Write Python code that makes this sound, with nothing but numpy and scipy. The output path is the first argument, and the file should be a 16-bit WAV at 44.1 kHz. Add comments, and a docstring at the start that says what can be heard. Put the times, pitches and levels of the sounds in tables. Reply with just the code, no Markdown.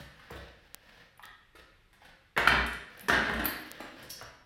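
"""Folding chair in a home gym

One microphone in a reverberant room, far enough off to hear about as much room as direct sound.
Steps shuffle and light knocks shake a metal folding chair. It crashes and bounces on the padded floor,
its steel seat and tube frame ringing, then is dragged a short way, the legs sticking and slipping.
Loose hinge hardware pings, and a last clink and knock follow as it comes to rest."""
import sys
import numpy as np
from scipy import signal
from scipy.fft import rfft, irfft, next_fast_len
from scipy.io import wavfile

SR = 44100
rng = np.random.default_rng(int(sys.argv[2]) if len(sys.argv) > 2 else 0)


def wav_record(signal):
    """Record a signal, one row per channel, as 16-bit PCM in the file named by sys.argv[1]."""
    frames = np.transpose(np.atleast_2d(signal))
    bounded = np.clip(frames, -1, 1)
    # unit amplitude maps onto the largest positive 16-bit level
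    quanta = np.round(bounded * 32767).astype(np.int16)
    wavfile.write(sys.argv[1], SR, quanta)


N = 196377

# The chair lands and bounces. Each row: start in seconds; level, bass and treble in dB; the seat's clang
# in Hz and its level in dB; seconds to the first bounce, its level and treble in dB; floor boom in dB.
CRASHES = [(2.376, -22.5, 4.5, 3.5, 980, -28, .055, -40, -10, -39),
           (2.474, -18.5, -12.5, -0.5, 1490, -22, .046, -23.5, -10.5, -33.5),
           (3.098, -23, 10, -2.5, 1324, -23.5, .031, -22.5, -11, -39)]
CRASH_RATTLE_S, BOOM_S = 0.0019, 0.02
BOUNCE_GAP_SHARE, BOUNCE_LOSS_DB, BOOM_LOSS_DB = .9, 8, 2   # from one bounce to the next
BOUNCE_BASS_DB, BOUNCE_RATTLE_S = 3, 0.018
CLANG_S, CLANG_WIDTH_SHARE = 0.0089, 0.25
# Single contacts of a leg or the seat. Each row: start in seconds; level, bass and treble in dB;
# rattle decay in seconds.
TAPS = [(0.003, -49, -2, 13.5, 0.064), (0.195, -51.5, -22, 2, 0.037), (1.930, -58.5, 0, 16, 0.017),
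        (2.365, -30, 4, -11, 0.009), (2.664, -44, -30, 20.5, 0.014), (2.731, -46, 2, 20.5, .004),
        (3.084, -24.5, 10.5, 11.5, 0.02), (3.294, -29.5, 15.5, -10, 0.009),
        (3.336, -37.5, 16.5, 11, 0.0062), (3.395, -31, 8.5, 0.5, 0.0097), (3.442, -37, -23, 12, 0.037),
        (4.027, -49.5, 17, 24, 0.011)]
# The crowded resonances of the sheet-steel seat. Each row: frequency in Hz, gain in dB.
SEAT_SPECTRUM = [(45, -28), (150, -15), (280, -12.5), (480, -12.5), (750, -10.5), (1100, -10.5), (1400, -5),
                 (1800, -4), (2300, -14), (3200, -15.5), (4300, -22.5), (7000, -38), (11000, -35),
                 (16000, -46.5)]
# How long the seat rings. Each row: frequency in Hz, t60 in seconds.
SEAT_T60 = [(60, 0.037), (300, 0.17), (1000, 0.051), (1700, 0.051), (4000, 0.095), (12000, 0.037)]
# The tube frame's modes. Each row: frequency in Hz, relative level in dB, t60 in seconds.
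FRAME_MODES = [(176.6, -5, 0.93), (702, -8, 0.29), (1260, -6, 0.078), (1390, -13, 0.17), (1500, 4, 0.47),
               (1570, 9.5, 0.1), (1836, 22, 0.11), (1745, -8, 0.21), (1870, -10, 0.19), (1994, 9, 0.81)]

DRAG_START_S, DRAG_RISE_S, DRAG_RELEASE_S, DRAG_COAST_S = 3.15, .025, 3.413, .06
DRAG_DB, SLIPS_PER_S = -45.5, 250   # at full speed
SLIP_RATE_FOLLOWS = 0.34   # slip rate goes with this power of the speed

# Dull knocks that shake the chair. Each row: start in seconds, level in dB, resonance in Hz, relative
# overtone level in dB, seconds until the chair rattles, that rattle's level, bass and treble in dB.
KNOCKS = [(0.303, -49, 920, -4, 0.019, -45, 10, -2), (1.195, -49.5, 1000, -8.5, .037, -45, -5.5, -0.5),
          (1.550, -55, 403, -14, 0.0035, -51, -10, 10.5), (2.019, -55.5, 870, -4, .03, -52.5, -1, 9.5),
          (3.803, -42.5, 292, 1, 0.00078, -43, -22, 11), (4.213, -47, 637, 3.5, 0.00214, -47.5, 7.5, -5)]
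KNOCK_S, KNOCK_WIDTH_SHARE, OVERTONE_RATIO = 0.022, 0.39, 2.16
SHAKE_S = 0.015   # the rattle that follows a knock
# Loose parts of the frame buzzing. Each row: start in seconds, level in dB, resonance in Hz.
BUZZES = [(0.364, -54, 3770), (1.227, -57, 3500), (3.029, -46, 200), (3.087, -40, 5740), (3.457, -40, 4400)]
BUZZ_S, BUZZ_WIDTH_SHARE = 0.045, .16

# Hinge hardware pinging. Each row: start in seconds, jingle level in dB, clear ring level in dB.
PINGS = [(1.175, -61, -82), (1.226, -60, -76), (2.974, -59, -75), (3.008, -49.5, -51), (3.443, -40.5, -56),
         (3.455, -31.5, -27), (3.67, -61, -63)]
# The hinge's jingle. Each row: frequency in Hz, gain in dB.
JINGLE_SPECTRUM = [(3000, -3), (5000, -29), (9500, -13), (10200, 5), (10600, -3), (11200, -13),
                   (12400, -38), (13100, -12), (13700, 7), (14300, -20), (16000, -32.5)]
# The hinge's clear ring. Each row: frequency in Hz, relative level in dB, t60 in seconds.
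HINGE_MODES = [(10100, -35, 0.19), (12790, 12, 0.094), (12820, -22, 0.063), (13300, -6.5, .2),
               (13400, -21, 0.197), (13900, -7, 0.16), (14860, -22, .06)]
# A sliding metal clink. Each row: start in seconds, level in dB, rattle decay in seconds.
CLINKS = [(4.095, -50, .006), (4.102, -39, 0.0035)]
# The clink's bright crack. Each row: frequency in Hz, gain in dB.
CRACK_SPECTRUM = [(1500, -29), (3000, -9), (4700, -7), (5450, 4), (6300, -10.5), (8000, -13), (11500, -4),
                  (13500, -11), (16000, -19)]
# The clink's ring. Each row: frequency in Hz, relative level in dB, t60 in seconds.
CLINK_MODES = [(5590, -4, 0.19), (5430, -15, 0.18), (5780, -2, 0.08), (6060, -9.5, 0.12)]

# Weight landing on the rubber floor. Each row: start in seconds, level in dB, decay in seconds.
THUDS = [(0.003, -44, 0.015), (0.307, -40.5, 0.0079), (0.355, -41.5, 0.028), (1.548, -60, 0.011),
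         (3.293, -34, 0.042), (3.399, -44, .04), (4.01, -50.5, 0.046), (4.22, -50, 0.031)]
# The floor's boom. Each row: frequency in Hz, gain in dB.
FLOOR_SPECTRUM = [(25, -9.5), (42, -34), (60, 11), (85, -6.5), (130, -3.5), (250, -18), (600, -17),
                  (2000, -46)]
# Soles and clothes scuffing. Each row: peak time in seconds, level in dB, length in seconds.
SCUFFS = [(0.0, -49.5, 0.1), (0.24, -64, 0.49), (0.404, -59, 0.33), (0.734, -66, 0.6), (0.957, -60.5, 0.34),
          (1.596, -55.5, 0.055), (2.06, -60, 0.17), (2.996, -58, 0.37), (3.737, -55, 0.79),
          (4.023, -55, 0.2), (4.228, -60.5, 0.26)]
# The colour of that rubbing. Each row: frequency in Hz, gain in dB.
SCUFF_SPECTRUM = [(59, -24), (100, -6.5), (249, -9), (398, -19.5), (502, -2.5), (608, -9), (1230, -13),
                  (1800, -2), (1950, -12), (3050, -11.5), (5530, -20.5), (6840, -32.5), (16000, -33)]
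# Tiny dry ticks. Each row: time in seconds, peak level in dB.
TICKS = [(0.7456, -14), (1.2551, -26.5), (2.4862, -14.5), (2.9961, -25), (3.7160, -15.5), (4.2261, -28.5)]

# The gym's reverberation. Each row: frequency in Hz, t60 in seconds.
GYM_T60 = [(60, 0.38), (250, 0.88), (800, 0.53), (1700, 0.85), (4000, 0.7), (7000, 0.61), (13000, 0.11)]
# Room tone, mostly low rumble. Each row: frequency in Hz, gain in dB.
AIR_SPECTRUM = [(12, -52), (20, 4.5), (38, 3), (60, -5), (101, -6), (158, -11.5), (216, -17.5),
                (234, -20.5), (310, -17.5), (607, -24), (1860, -19), (3440, -24.5), (6720, -38.5),
                (13500, -40), (16000, -61)]
AIR_DB = -64.5
MIC_LOW_HZ, CUTOFF_HZ = 30.2, 16200


def chair(count=6, wet_db=-1.0):
    """Every blow is a short rattle of seat and frame; the blows take turns among places in the gym."""
    places = np.zeros((count, N))
    for k, (s, db, bass_db, treble_db, length) in enumerate(blows()):
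        places[k % count] += placed(s, db, through(rattle(length), chair_body(bass_db, treble_db)))
    return sum(gym(place, wet_db) for place in places)


def chair_body(bass_db, treble_db, bass_hz=550, treble_hz=5000, frame_db=-13):
    """The chair struck at a fresh point: heavy contacts add bass, steel on steel adds treble."""
    def colour(hz):
        bass_shelf = bass_db / (1 + (hz / bass_hz) ** 4)
        treble_shelf = treble_db / (1 + (treble_hz / hz) ** 4)
        return at_hz(SEAT_SPECTRUM, hz) + bass_shelf + treble_shelf
    seat = dense_ring(colour, SEAT_T60)
    frame = mode_ring(FRAME_MODES, spread_db=4.5)
    return unit(np.pad(seat, (0, len(frame) - len(seat))) + from_db(frame_db) * frame)


def blows():
    """Every tap, landing, bounce and shake of the chair, in rows laid out like TAPS."""
    rows = list(TAPS)
    for s, db, bass_db, treble_db, _, _, gap, bounce_db, bounce_treble_db, _ in CRASHES:
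        rows.append((s, db, bass_db, treble_db, CRASH_RATTLE_S))
        rows += [(at, bounce_db - k * BOUNCE_LOSS_DB, BOUNCE_BASS_DB, bounce_treble_db, BOUNCE_RATTLE_S)
                 for k, at in enumerate(bounce_times(s, gap)[1:])]
    for s, *_, delay, db, bass_db, treble_db in KNOCKS:
        rows.append((s + delay, db, bass_db, treble_db, SHAKE_S))
    return rows


def bounce_times(s, gap, count=3):
    """A landing and its bounces, each following sooner than the last."""
    return s + np.append(0, np.cumsum(gap * BOUNCE_GAP_SHARE ** np.arange(count - 1)))


def drag(bass_db=7, bass_hz=650, treble_db=-1, contacts=5):
    """Each floor contact sticks and slips on its own, jerking the chair more with speed."""
    t = np.arange(N) / SR
    pull = np.clip((t - DRAG_START_S) / DRAG_RISE_S, 0, 1)
    coast = np.exp(-np.maximum(t - DRAG_RELEASE_S, 0) / DRAG_COAST_S)
    speed = pull * coast   # share of full speed
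    per_s = np.maximum(SLIPS_PER_S * speed ** SLIP_RATE_FOLLOWS, 1)
    out = 0
    for _ in range(contacts):
        slipping = rng.random(N) < per_s / contacts / SR
        slips = slipping * rng.uniform(0.21, 2.19, N) * rng.choice([-1, 1], N)
        jerks = slips * np.sqrt(SR / per_s) * speed * from_db(DRAG_DB)
        chatter = through(jerks, chair_body(bass_db, treble_db, bass_hz))
        out += gym(chatter, wet_db=1.0)
    return out


def knocks():
    """A knock wakes a broad resonance and its overtone; a landing clangs the seat; loose parts buzz."""
    thumps = sum(placed(s, level_db, resonance(centre, KNOCK_WIDTH_SHARE, KNOCK_S))
                 for s, db, hz, overtone_db, *_ in KNOCKS
                 for centre, level_db in [(hz, db), (hz * OVERTONE_RATIO, db + overtone_db)])
    clangs = sum(placed(s, db, resonance(hz, CLANG_WIDTH_SHARE, CLANG_S))
                 for s, _, _, _, hz, db, *_ in CRASHES)
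    buzzes = sum(placed(s, db, resonance(hz, BUZZ_WIDTH_SHARE, BUZZ_S)) for s, db, hz in BUZZES)
    return thumps + clangs + buzzes


def hardware(jingle_t60=0.042, crack_t60=0.11, clink_ring_db=-7):
    """Small steel parts: a bright jingle or crack, and a few high modes ringing on."""
    out = 0
    for s, jingle_db, ring_db in PINGS:
        jingle = dense_ring(lambda hz: at_hz(JINGLE_SPECTRUM, hz), [(8000, jingle_t60)])
        out += placed(s, jingle_db, jingle)
        out += placed(s, ring_db, mode_ring(HINGE_MODES))
    for s, db, length in CLINKS:
        crack = dense_ring(lambda hz: at_hz(CRACK_SPECTRUM, hz), [(8000, crack_t60)])
        out += placed(s, db, through(rattle(length), crack))
        out += placed(s, db + clink_ring_db, mode_ring(CLINK_MODES))
    return out


def thuds(floor_t60=0.055):
    """The padded floor answers each footfall, landing and bounce with a short boom."""
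    booms = [(at, boom_db - k * BOOM_LOSS_DB, BOOM_S)
             for s, *_, gap, _, _, boom_db in CRASHES for k, at in enumerate(bounce_times(s, gap))]
    out = 0
    for s, db, length in list(THUDS) + booms:
        impact = rattle(length)
        floor = dense_ring(lambda hz: at_hz(FLOOR_SPECTRUM, hz), [(100, floor_t60)])
        out += placed(s, db, through(impact, floor))
    return out


def shuffle(grain_db=2.5):
    """Grainy rubbing of soles and cloth, swelling and fading with each scuff."""
    t = np.arange(N) / SR
    swells = sum(from_db(db) * np.cos(np.pi * np.clip((t - s) / length, -.5, .5)) ** 2
                 for s, db, length in SCUFFS)
    grain = unit(cut(rng.standard_normal(N), 43, "low")) * np.sqrt(N)
    return noise(SCUFF_SPECTRUM) * swells * from_db(grain_db * grain)


def ticks():
    """One-sided spikes, a single sample long, with no room on them."""
    out = np.zeros(N)
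    for s, db in TICKS:
        out[round(s * SR)] = -from_db(db)
    return out


def gym(x, wet_db, gap_s=0.0069, build_s=0.0051, top_db=-4):
    """Direct sound reaches the microphone first; a diffuse tail builds up as the walls answer."""
    tail = dense_ring(lambda hz: at_hz([(5000, 0.0058), (13000, top_db)], hz), GYM_T60, size=SR)
    swell = 1 - np.exp(-np.maximum(np.arange(SR) / SR - gap_s, 0) / build_s)
    return x + from_db(wet_db) * through(x, unit(tail * swell))


def room_tone():
    """The quiet, steady air of the gym."""
    return from_db(AIR_DB) * noise(AIR_SPECTRUM)


def rattle(length, per_s=1500, first=2.6):
    """One contact followed by a dying flurry of smaller ones."""
    t = np.arange(SR // 4) / SR
    touching = rng.random(len(t)) < per_s / SR
    clicks = touching * rng.standard_normal(len(t)) * np.exp(-t / max(length, 1e-4))
    clicks[0] = first
    return unit(clicks)


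def resonance(hz, width_share, length):
    """A short rattle heard through one broad resonance."""
    half_width = width_share * hz / 2
    band = [max(hz - half_width, 30), hz + half_width]
    return cut(rattle(length, per_s=2300, first=5.0), band, "band")


def dense_ring(gain_db, t60s, size=SR // 4):
    """Countless overlapping modes: each octave of a noise dies at its own rate; the sum is coloured."""
    t = np.arange(size) / SR
    white = rfft(rng.standard_normal(size))
    octave = np.log2(np.clip(np.arange(len(white)) * SR / size, 64, 16384))
    out = 0
    for k in np.unique(np.round(octave)):
        share = np.maximum(1 - np.abs(octave - k), 0)   # neighbouring octaves blend
        decay = np.exp(-np.log(1000) * t / at_hz(t60s, 2 ** k))
        out += irfft(white * share, size) * unit(decay)
    return unit(coloured(out, gain_db))


def mode_ring(modes, spread_db=0, size=SR // 2):
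    """A few clear modes; spread_db varies their strengths, as the point struck would."""
    t = np.arange(size) / SR
    out = 0
    for hz, db, t60 in modes:
        strength = rng.choice([-1, 1]) * from_db(db + spread_db * rng.normal())
        out += strength * np.sin(2 * np.pi * hz * t) * np.exp(-np.log(1000) * t / t60)
    return unit(out)


def noise(spectrum):
    """Steady noise of a given colour, rms one."""
    hz = np.maximum(np.arange(N // 2 + 1) * SR / N, 1)
    white = rfft(rng.standard_normal(N))
    return unit(irfft(white * from_db(at_hz(spectrum, hz)), N)) * np.sqrt(N)


def coloured(x, gain_db):
    """Causal (minimum-phase) filter; gain_db gives the gain at any frequency."""
    size = next_fast_len(2 * len(x))
    size += size % 2
    hz = np.maximum(np.arange(size // 2 + 1) * SR / size, 1)
    cepstrum = irfft(np.log(from_db(gain_db(hz))))
    cepstrum[1:size // 2] *= 2
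    cepstrum[size // 2 + 1:] = 0
    return irfft(rfft(x, size) * np.exp(rfft(cepstrum)))[:len(x)]


def placed(s, level_db, sound):
    """Set a sound at its time; its level is that of its energy spread over a hundredth of a second."""
    sound = unit(sound) * from_db(level_db) * np.sqrt(SR / 100)
    return np.pad(sound, (max(round(s * SR), 0), N))[:N]


def through(x, response):
    """Play a signal through an impulse response."""
    return signal.fftconvolve(x, response)[:N]


def cut(x, hz, kind, order=2):
    """Butterworth filter."""
    return signal.sosfilt(signal.butter(order, hz, kind, fs=SR, output="sos"), x + 1e-18)


def at_hz(points, hz):
    """Read a table on a log-frequency axis."""
    frequencies, values = np.transpose(points)
    return np.interp(np.log(hz), np.log(frequencies), values)


def unit(x):
    """Scale to an energy of one."""
    return x / np.sqrt(np.sum(x ** 2) + 1e-20)


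def from_db(db):
    """Decibels to gain."""
    return 10 ** (np.asarray(db) / 20)


def scene():
    """Each source stirs the gym from its own place, over the room tone and dry ticks."""
    seat = chair() + drag() + gym(knocks(), wet_db=-3.5)
    ground = gym(thuds(), wet_db=-3.5) + gym(shuffle(), wet_db=-3.0)
    steel = gym(hardware(), wet_db=-1.5)
    return (seat + ground + steel + room_tone() + ticks())[None]


def record(dry):
    """The microphone loses the deepest bass, and the top is cut steeply."""
    heard = cut(dry, MIC_LOW_HZ, "high")
    return signal.sosfilt(signal.ellip(10, .1, 80, CUTOFF_HZ, fs=SR, output="sos"), heard)


dry = scene()
out = record(dry)
wav_record(out)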